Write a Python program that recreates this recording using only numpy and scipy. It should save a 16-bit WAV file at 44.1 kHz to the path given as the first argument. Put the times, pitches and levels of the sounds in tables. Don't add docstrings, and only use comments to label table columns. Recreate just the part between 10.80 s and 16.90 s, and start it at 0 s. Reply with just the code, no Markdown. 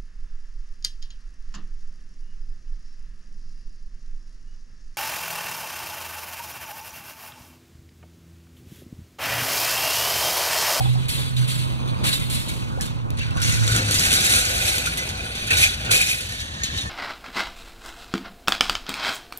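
import sys
import numpy as np
from scipy import signal
from scipy.fft import rfft, irfft, next_fast_len
from scipy.io import wavfile
from scipy.ndimage import uniform_filter1d

SR = 44100
rng = np.random.default_rng(int(sys.argv[2]) if len(sys.argv) > 2 else 0)


def wav_out(sig):
    wavfile.write(sys.argv[1], SR, np.round(np.clip(np.atleast_2d(sig).T, -1, 1) * 32767).astype(np.int16))


N = 268821
PADDED = next_fast_len(N)
T = np.arange(N) / SR
FREQS = np.maximum(np.fft.rfftfreq(PADDED, 1 / SR), 1)


def from_db(db):
    return 10 ** (np.asarray(db) / 20)


def rms_one(x):
    return x / np.sqrt(np.mean(x ** 2) + 1e-20)


def in_time(rows):
    s, *columns = np.transpose(rows)
    return [np.interp(T, s, column) for column in columns]


def in_pitch(rows):
    hz, *columns = np.transpose(rows)
    return [np.interp(np.log(FREQS), np.log(hz), column) for column in columns]


def colour(x, spectrum):
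    gain = from_db(in_pitch(spectrum)[0])
    return rms_one(irfft(rfft(x, PADDED) * gain, PADDED)[:N])


def drift(rate):
    r = np.exp(-40 * np.pi * rate / SR)
    noise = rng.standard_normal(N // 20 + 2002)
    slow = signal.lfilter([1], [1, -2 * r, r * r], noise)[2000:]
    return np.interp(np.arange(N) / 20, np.arange(len(slow)), rms_one(slow))


def resonate(x, hz, width_hz):
    r = np.exp(-np.pi * width_hz / SR)
    top = [(1 - r * r) / 2, 0, (r * r - 1) / 2]
    return signal.lfilter(top, [1, -2 * r * np.cos(2 * np.pi * hz / SR), r * r], x)


def wandering(x, hz, width_hz):
    rings = [from_db(5 * drift(17.5)) * resonate(x, hz * (1 + k * 0.018), width_hz) for k in (-1, 0, 1)]
    return sum(rings) / 2


def chord(x, modes, ring=resonate):
    return rms_one(sum(from_db(level_db) * ring(x, hz, width) for hz, width, level_db in modes))


def ticks(per_s, spread_db):
    sizes = from_db(spread_db * np.minimum(rng.exponential(1, N), 5)) * rng.choice([-1, 1], N)
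    return rms_one(sizes * (rng.random(N) < per_s / SR))


def lagged(x, lag_s):
    pole = np.exp(-1 / (lag_s * SR))
    return signal.lfilter([1 - pole], [1, -pole], x)


# (time [s], burst level [dB], shiver level [dB], first-contact snap level [dB])
BASKET_JOLTS = [(0.283, -31, -29.5, -28), (0.5639, -37, -36, -31), (0.6774, -34.5, -32.5, -30),
                (0.791, -44, -43, -37), (1.076, -43, -52, -35), (1.2344, -50, -28, -38),
                (1.249, -50, -39, -34), (1.267, -30, -50, -22), (1.328, -28, -56, -22),
                (1.498, -32, -33, -28), (1.545, -31, -40.5, -34), (1.682, -34, -41, -37),
                (2.01, -32.5, -39.5, -14), (2.056, -38.5, -60, -26), (2.3045, -46, -44.5, -21),
                (2.371, -34, -55, -34), (2.386, -31, -39, -26), (2.395, -45, -57, -25),
                (2.508, -40, -57, -27), (2.563, -35, -48, -35), (2.571, -31, -55, -21),
                (2.602, -32, -50, -24), (2.6177, -21.5, -28.5, -15), (2.63, -28, -45, -14),
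                (2.692, -25, -43, -20), (2.721, -26, -47, -14), (2.818, -40, -50, -25),
                (2.868, -30.5, -50, -15), (2.878, -29, -25, -8), (2.947, -23, -48, -24),
                (2.963, -24, -48, -6.5), (3.1104, -22, -22, -7.5), (3.1426, -23, -45, -11),
                (3.1948, -22.5, -45, -4), (3.262, -42, -45, -11), (3.318, -26, -45, -8),
                (3.329, -23, -24, -2.5), (3.338, -28, -50, -3), (3.398, -29, -50, -16),
                (3.448, -26, -50, -9), (3.461, -27, -50, -12), (3.538, -29, -50, -4), (3.549, -34, -52, -9),
                (3.612, -49, -50, -28), (3.882, -35, -50, -8), (3.982, -28, -53, -8.5),
                (4.06, -27, -35, -12), (4.173, -27, -39, -15), (4.291, -32, -42, -14),
                (4.552, -32, -31.5, -25), (4.669, -28.5, -55, -22), (4.704, -23.5, -47, -25),
                (4.7322, -26, -40, -8), (4.769, -21.5, -40, -20), (4.811, -29, -44, -18),
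                (4.823, -38, -50, -14), (5.047, -31, -79, -29), (5.1084, -18, -53, -19),
                (5.1157, -35, -24, -3.5), (5.157, -27, -50, -10), (5.178, -42, -50, -10),
                (5.288, -32, -48, -14), (5.408, -40, -63, -17), (5.524, -42, -51, -24),
                (5.601, -35, -59, -28), (5.8352, -29.5, -44, -11), (5.973, -34, -43.5, -35)]


def jolt_power(column, t60):
    kicks = np.zeros(N)
    rows = np.array(BASKET_JOLTS)
    kicks[np.round(rows[:, 0] * SR).astype(int)] = from_db(2 * rows[:, column])
    return signal.lfilter([1], [1, -from_db(-2 * 60 / t60 / SR)], kicks + 1e-18)


# (time [s], rattle level [dB], treble tilt [dB], frame-tube ring level [dB])
GROUND_SHAKING = [(0, -37, 6, -11), (.27, -45.5, -0.5, -5.5), (1.22, -50.5, -2, 1), (2.0, -51.5, 1.5, 1.5),
                  (2.36, -72, -41, 11), (2.42, -35.5, -19, -8), (2.58, -45.5, -18, -5), (2.66, -29, 0, -15),
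                  (3.07, -30, -3.5, -9), (3.2, -26.5, 4, -7), (3.58, -23, 6.5, -10), (3.69, -29, 4, -4),
                  (3.87, -24.5, 9.5, 0), (4.18, -38.5, -0.5, -1), (4.69, -38.5, -6, 2.5),
                  (4.72, -30.5, 1, 5.5), (4.83, -23.5, 11, -0.5), (4.97, -39, -1.5, -3),
                  (5.08, -38.5, -7, 6), (5.14, -40.5, 18, 18), (5.3, -38.5, 8.5, 8.5), (5.6, -40, 1.5, -8),
                  (5.72, -45.5, -9, -29), (5.98, -40, -1, -20), (6.1, -55, -7, 17)]


def shaking():
    steady = from_db(2 * in_time(GROUND_SHAKING)[0])
    shiver = lagged(jolt_power(column=2, t60=0.62), lag_s=0.041)
    burst = lagged(jolt_power(column=1, t60=0.15), lag_s=0.00061)
    return steady + shiver, burst, 10 * np.log10(1 + (shiver + burst) / steady)


def mesh(x, t60, count=4):
    t, out = np.arange(SR // 5) / SR, np.zeros(N)
    part = rng.integers(0, count, N)
    for k in range(count):
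        hz, phase = rng.uniform(705.2, 15500, 150), rng.uniform(0, 2 * np.pi, 150)
        decay = np.log(1000) / t60 * np.sqrt(hz / 4000)
        waves = np.sin(2 * np.pi * np.outer(hz, t) + phase[:, None])
        modes = np.sqrt(decay)[:, None] * np.exp(-np.outer(decay, t)) * waves
        bins = rfft(modes.sum(0))
        even = irfft(bins / np.sqrt(uniform_filter1d(abs(bins) ** 2, size=81) + 1e-9), len(t))
        out += signal.fftconvolve(x * (part == k), rms_one(even) / np.sqrt(len(t)))[:N]
    return out


# (frequency [Hz], level [dB per Hz])
BASKET_SPECTRUM = [(600, -102), (1200, -6), (2000, -1), (3000, -1), (4000, 0.5), (5200, -5), (8000, -7),
                   (12000, -10), (13500, -14), (15500, -70)]


def pings(strength):
    taps, wire = strength * ticks(per_s=400, spread_db=3.3), rng.integers(0, 30, N)
    pitches = np.geomspace(1700, 7800, 30) * rng.uniform(0.94, 1.03, 30)
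    rings = sum(resonate(taps * (wire == k) + 1e-18, hz, 2.4 * hz / 410) for k, hz in enumerate(pitches))
    return np.sqrt(np.mean(strength ** 2)) * colour(rings, BASKET_SPECTRUM)


# (frequency [Hz], width [Hz], level [dB])
STRONG_WIRES = [(3580, 470, 4), (3780, 50, 7), (4620, 38, 9.5), (6300, 23, 10.5), (6010, 136, 3.5),
                (7100, 25, -7), (8880, 650, 0), (11300, 49.2, -4)]
# (time [s], lift near 3.2 kHz [dB], lift near 6 kHz [dB], strongest-wire ring level [dB])
RECORDER_FACING = [(0, 3.5, -9, -4.5), (1.2, 6.5, -19.5, 3), (1.9, 5, -0.5, -7), (2.52, -0.5, -7.5, -6),
                   (2.66, -2.5, 1, -3.5), (4.6, 2.5, -4, 1.5), (5.5, 5, 0, 0), (6.1, 8.5, 4.5, 5)]
FRESH_TREBLE, FRESH_TUBE = 0.91, -0.82


def basket():
    _, tilt_db, tube_db = in_time(GROUND_SHAKING)
    rattle, burst, fresh_db = shaking()

    chatter = ticks(per_s=1400, spread_db=1) + 0.28 * ticks(per_s=90, spread_db=0.53)
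    flutter = from_db(2.06 * drift(35) + 1.37 * drift(24.0))
    force = np.sqrt(rattle) * flutter * chatter + np.sqrt(burst) * ticks(4000, 0.8)
    scale = np.sqrt(np.mean(force ** 2))

    crowd = scale * colour(mesh(force, t60=0.084) + 0.16 * force, BASKET_SPECTRUM)
    crowd = crowd + from_db(-4.5) * pings(np.sqrt(rattle + burst))
    *lifts_db, wires_db = in_time(RECORDER_FACING)
    for (hz, width), lift_db in zip([(3200, 1930), (6000, 2800)], lifts_db):
        crowd = crowd + (from_db(lift_db) - 1) * resonate(crowd, hz, width)

    treble = irfft(rfft(crowd, PADDED) / (1 + (7000 / FREQS) ** 4), PADDED)[:N]
    bright_db = np.minimum(tilt_db + FRESH_TREBLE * fresh_db, 12.0)
    treble_gain = from_db(bright_db) + 0.21 - from_db(3.0)

    wires = sum(from_db(level_db + wires_db + 4.2 * drift(6.0)) * resonate(force, hz, width)
                for hz, width, level_db in STRONG_WIRES)
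    tube_gain = from_db(tube_db + FRESH_TUBE * fresh_db + 2.5 * drift(5.9))
    tube = scale * tube_gain * rms_one(wandering(force, hz=2474, width_hz=104))
    return from_db(1.0) * crowd + treble_gain * treble + wires + tube


# (time [s], rumble level [dB], rolling noise level [dB], castor drone level [dB])
WHEEL_LEVELS = [(0, -27, -34, -65), (.64, -32.5, -36, -47), (1.24, -29, -31, -85), (1.4, -33.5, -33.5, -74),
                (2.0, -30, -35, -47), (2.25, -28.5, -36.5, -64), (2.6, -26.5, -33.5, -35),
                (3.0, -31.5, -31, -33.5), (3.92, -33, -39, -33), (4.1, -36, -36.5, -38.5),
                (4.68, -37, -39.5, -41), (4.75, -30, -36.5, -30.5), (4.97, -35.5, -42.5, -44),
                (5.12, -30, -36.5, -31), (5.27, -39, -43.5, -40), (5.7, -37.5, -41, -53.5),
                (6.1, -35, -39, -74)]
# (frequency [Hz], level [dB per Hz])
RUMBLE_SPECTRUM = [(15, -33), (30, 1.5), (55, 18.5), (85, 20.5), (130, 15), (200, -65)]


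def wheel_rumble():
    rumble_db = in_time(WHEEL_LEVELS)[0]
    return from_db(rumble_db + 2.0 * drift(44.0)) * colour(rng.standard_normal(N), RUMBLE_SPECTRUM)


# (frequency [Hz], level [dB per Hz])
ROLLING_SPECTRUM = [(90, -7), (150, 2), (235, -1.5), (300, -6), (400, -12), (550, -10), (750, -11),
                    (1050, -9.5), (1500, -18), (3000, -44)]


def rolling_noise():
    level_db = in_time(WHEEL_LEVELS)[1] + 0.082 * shaking()[2]
    return from_db(level_db + 2.0 * drift(13.0)) * colour(ticks(2500, 2.54), ROLLING_SPECTRUM)


# (frequency [Hz], width [Hz], level [dB])
CASTOR_MODES = [(506, 40, -2.5), (680, 45, -6.5), (1472, 68, 3.5)]


def castor_drone():
    castor_db = in_time(WHEEL_LEVELS)[2]
    return from_db(castor_db + 1.95 * drift(11.7)) * chord(ticks(1500, 1.9), CASTOR_MODES, wandering)


# (time [s], pitch [Hz], level [dB])
ENGINE_HUM = [(0, 123.8, -20), (.35, 129, -26.5), (.6, 125.7, -23), (.9, 128, -29), (1.1, 125.7, -23),
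              (1.8, 124.1, -35.5), (2.2, 117.5, -30.5), (2.55, 112.3, -25), (2.7, 112.4, -23.5),
              (2.83, 112.6, -17), (2.92, 111.7, -19), (3.05, 107.1, -27), (3.15, 100.7, -33),
              (3.3, 98, -60)]


def engine():
    hz, level_db = in_time(ENGINE_HUM)
    phase = 2 * np.pi * np.cumsum(hz + 0.9 * drift(4.3)) / SR
    fade = np.clip((ENGINE_HUM[-1][0] + 0.076 - T) / 0.11, 0, 1)
    return np.sqrt(2) * fade * from_db(level_db + 2.5 * drift(5.4)) * np.sin(phase)


# (frequency [Hz], width [Hz], level [dB])
DRONE_MODES = [(151.4, 6.2, 1), (230.3, 5.9, -2)]


def low_drone():
    level_db = -37.5 - 11 * np.maximum(T - 3, 0)
    return from_db(level_db) * chord(rng.standard_normal(N), DRONE_MODES)


# (time [s], level before the soft start [dB], pitch [Hz])
FRAME_KNOCKS = [(.006, -16, 766), (.059, -23.5, 800), (.155, -28.5, 756), (1.974, -26, 506),
                (1.986, -27, 780), (2.003, -28, 1710), (2.026, -33, 450), (2.409, -23.5, 2700),
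                (2.51, -30, 2670), (2.564, -27.5, 1110), (2.414, -31, 1610), (4.071, -17, 1430),
                (4.275, -31, 816), (4.706, -16.5, 1840), (4.707, -14, 2630), (4.712, -19.5, 1496),
                (5.094, -20, 1466), (5.834, -17, 6630)]
KNOCK_T60_S, KNOCK_ATTACK_S = 0.08, 0.00047
KNOCK_LEAD = 2.1


def knocks():
    out, after = np.zeros((2, N + SR // 5)), np.arange(SR // 5) / SR
    lead = np.array([[0], [KNOCK_LEAD]])
    for s, level_db, hz in FRAME_KNOCKS:
        shape = (1 - np.exp(-after / KNOCK_ATTACK_S)) * from_db(level_db - 60 * after / KNOCK_T60_S)
        tones = sum(gain * np.sin(2 * np.pi * ratio * hz * after + lead)
                    for ratio, gain in [(1, 1), (1.07, from_db(-8))])
        out[:, round(s * SR):][:, :len(after)] += shape * tones
    return out[:, :N]


# (frequency [Hz], width [Hz], level [dB])
CLINKING_WIRES = [(3590, 140, 3.5), (5950, 140, -0.5), (6670, 106, -4.5), (7800, 220, -9)]


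def snaps(t60):
    out, after = np.zeros(N + 1000), np.arange(1000) / SR
    noises = rng.standard_normal((len(BASKET_JOLTS), 1000))
    for (s, _, _, snap_db), noise in zip(BASKET_JOLTS, noises):
        out[round(s * SR):][:1000] += np.sign(noise) * from_db(snap_db - 60 * after / t60)
    band = signal.butter(2, [450, 12000], "band", fs=SR, output="sos")
    crack = signal.sosfilt(band, out[:N] + 1e-18)
    clinks = sum(from_db(level_db) * resonate(crack, hz, width) for hz, width, level_db in CLINKING_WIRES)
    return 0.89 * crack + clinks


# (time [s], starting noise level before the filter [dB])
WHEEL_THUDS = [(1.24, -16), (1.987, -34), (2.962, -19), (4.708, -16), (5.107, -24)]


def thuds():
    out, after = np.zeros(N + SR // 4), np.arange(SR // 4) / SR
    noises = rng.standard_normal((len(WHEEL_THUDS), SR // 4))
    for (s, level_db), noise in zip(WHEEL_THUDS, noises):
        out[round(s * SR):][:SR // 4] += noise * from_db(level_db - 60 * after / 0.35)
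    return signal.lfilter(*signal.butter(1, [180, 2170], "band", fs=SR), out[:N])


# (frequency [Hz], width [Hz], level [dB])
FLOOR_MODES = [(380, 95, 2), (614, 60, 7.1), (751, 37, 10.2)]


def floor_boom():
    level_db = in_time(WHEEL_LEVELS)[2] - 4 - 69 * np.maximum(3.28 - T, 0)
    return from_db(level_db) * chord(ticks(1500, 4.9), FLOOR_MODES)


# (frequency [Hz], width [Hz], level [dB])
SLOWING_MODES = [(1783, 58, 13), (6550, 130, 0)]


def slowing_ring():
    level_db = -36.5 - 18 * np.maximum(5.88 - T, 0)
    return from_db(level_db) * chord(ticks(3000, 2.7), SLOWING_MODES, wandering)


def wheels():
    return wheel_rumble() + rolling_noise() + castor_drone() + thuds() + floor_boom() + slowing_ring()


# (frequency [Hz], phase by which the right leads [rad],
# left-right likeness [0-1], left minus right level [dB])
# microphone ports above 1 kHz
PORTS_HIGH = [(1050, 3.6, 0.84, -1), (1500, 4.0, 0.86, -2), (1800, 3.75, 0.86, 0.2), (2400, 3.9, 0.93, 0),
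              (3100, 4.3, 0.72, 0), (3800, 4.6, 0.66, -0.5), (4500, 4.1, 0.7, -0.5), (5100, 3.1, 0.85, 0),
              (5850, 0.6, 0.45, 0), (6600, 1.5, 0.25, 0), (7900, 2.0, 0.4, 0), (8600, 1.4, 0.6, -0.3),
              (9300, 1.8, 0.7, -0.3), (11400, 2.1, 0.7, 0), (13400, 3.0, 0.95, 0)]
PORTS_LOW_WIDE = [(20, 0.82, 1, 9), (50.6, 2.6, 1, 1), (124, 2.21, 0.98, -5), (330, 2.04, 0.39, 1),
                  (525, 2.8, 0.6, -1), (700, 3.14, 0.93, -1), (860, 3.3, 0.8, -1)]
PORTS_LOW_CENTRED = [(39.8, 0.0065, 1, 5.5), (280, 0.019, 1, -1.3), (420, 0.23, 0.55, -3.5),
                     (560, 2.3, 0.11, -2), (800, 2.95, 0.46, 1)]


def ports(shared, own):
    wide = np.clip((2.91 - T) / 0.05, 0, 1)
    shared, own, out = rfft(shared, PADDED), rfft(own, PADDED), 0
    for rows, weight in [(PORTS_LOW_WIDE, wide), (PORTS_LOW_CENTRED, 1 - wide)]:
        turn, alike, pan_db = in_pitch(rows + PORTS_HIGH)
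        share = np.clip(alike, 0, 1)
        mid, side = np.sqrt((1 + share) / 2) * shared, np.sqrt((1 - share) / 2) * own
        left = (mid + side) * from_db(pan_db / 2)
        right = (mid - side) * from_db(-pan_db / 2) * np.exp(1j * turn)
        out = out + weight * irfft(np.array([left, right]), PADDED)[:, :N]
    return out


def scene():
    cracks = snaps(t60=.009)
    shared = basket() + wheels() + engine() + low_drone() + cracks
    own = basket() + wheels()
    return ports(shared, own) + knocks() + 0.15 * cracks


def record(dry):
    rounded = .8 * np.tanh(dry / .8)
    return signal.sosfilt(signal.cheby2(12, 70, 16000, fs=SR, output="sos"), rounded)


dry = scene()
out = record(dry)
wav_out(out)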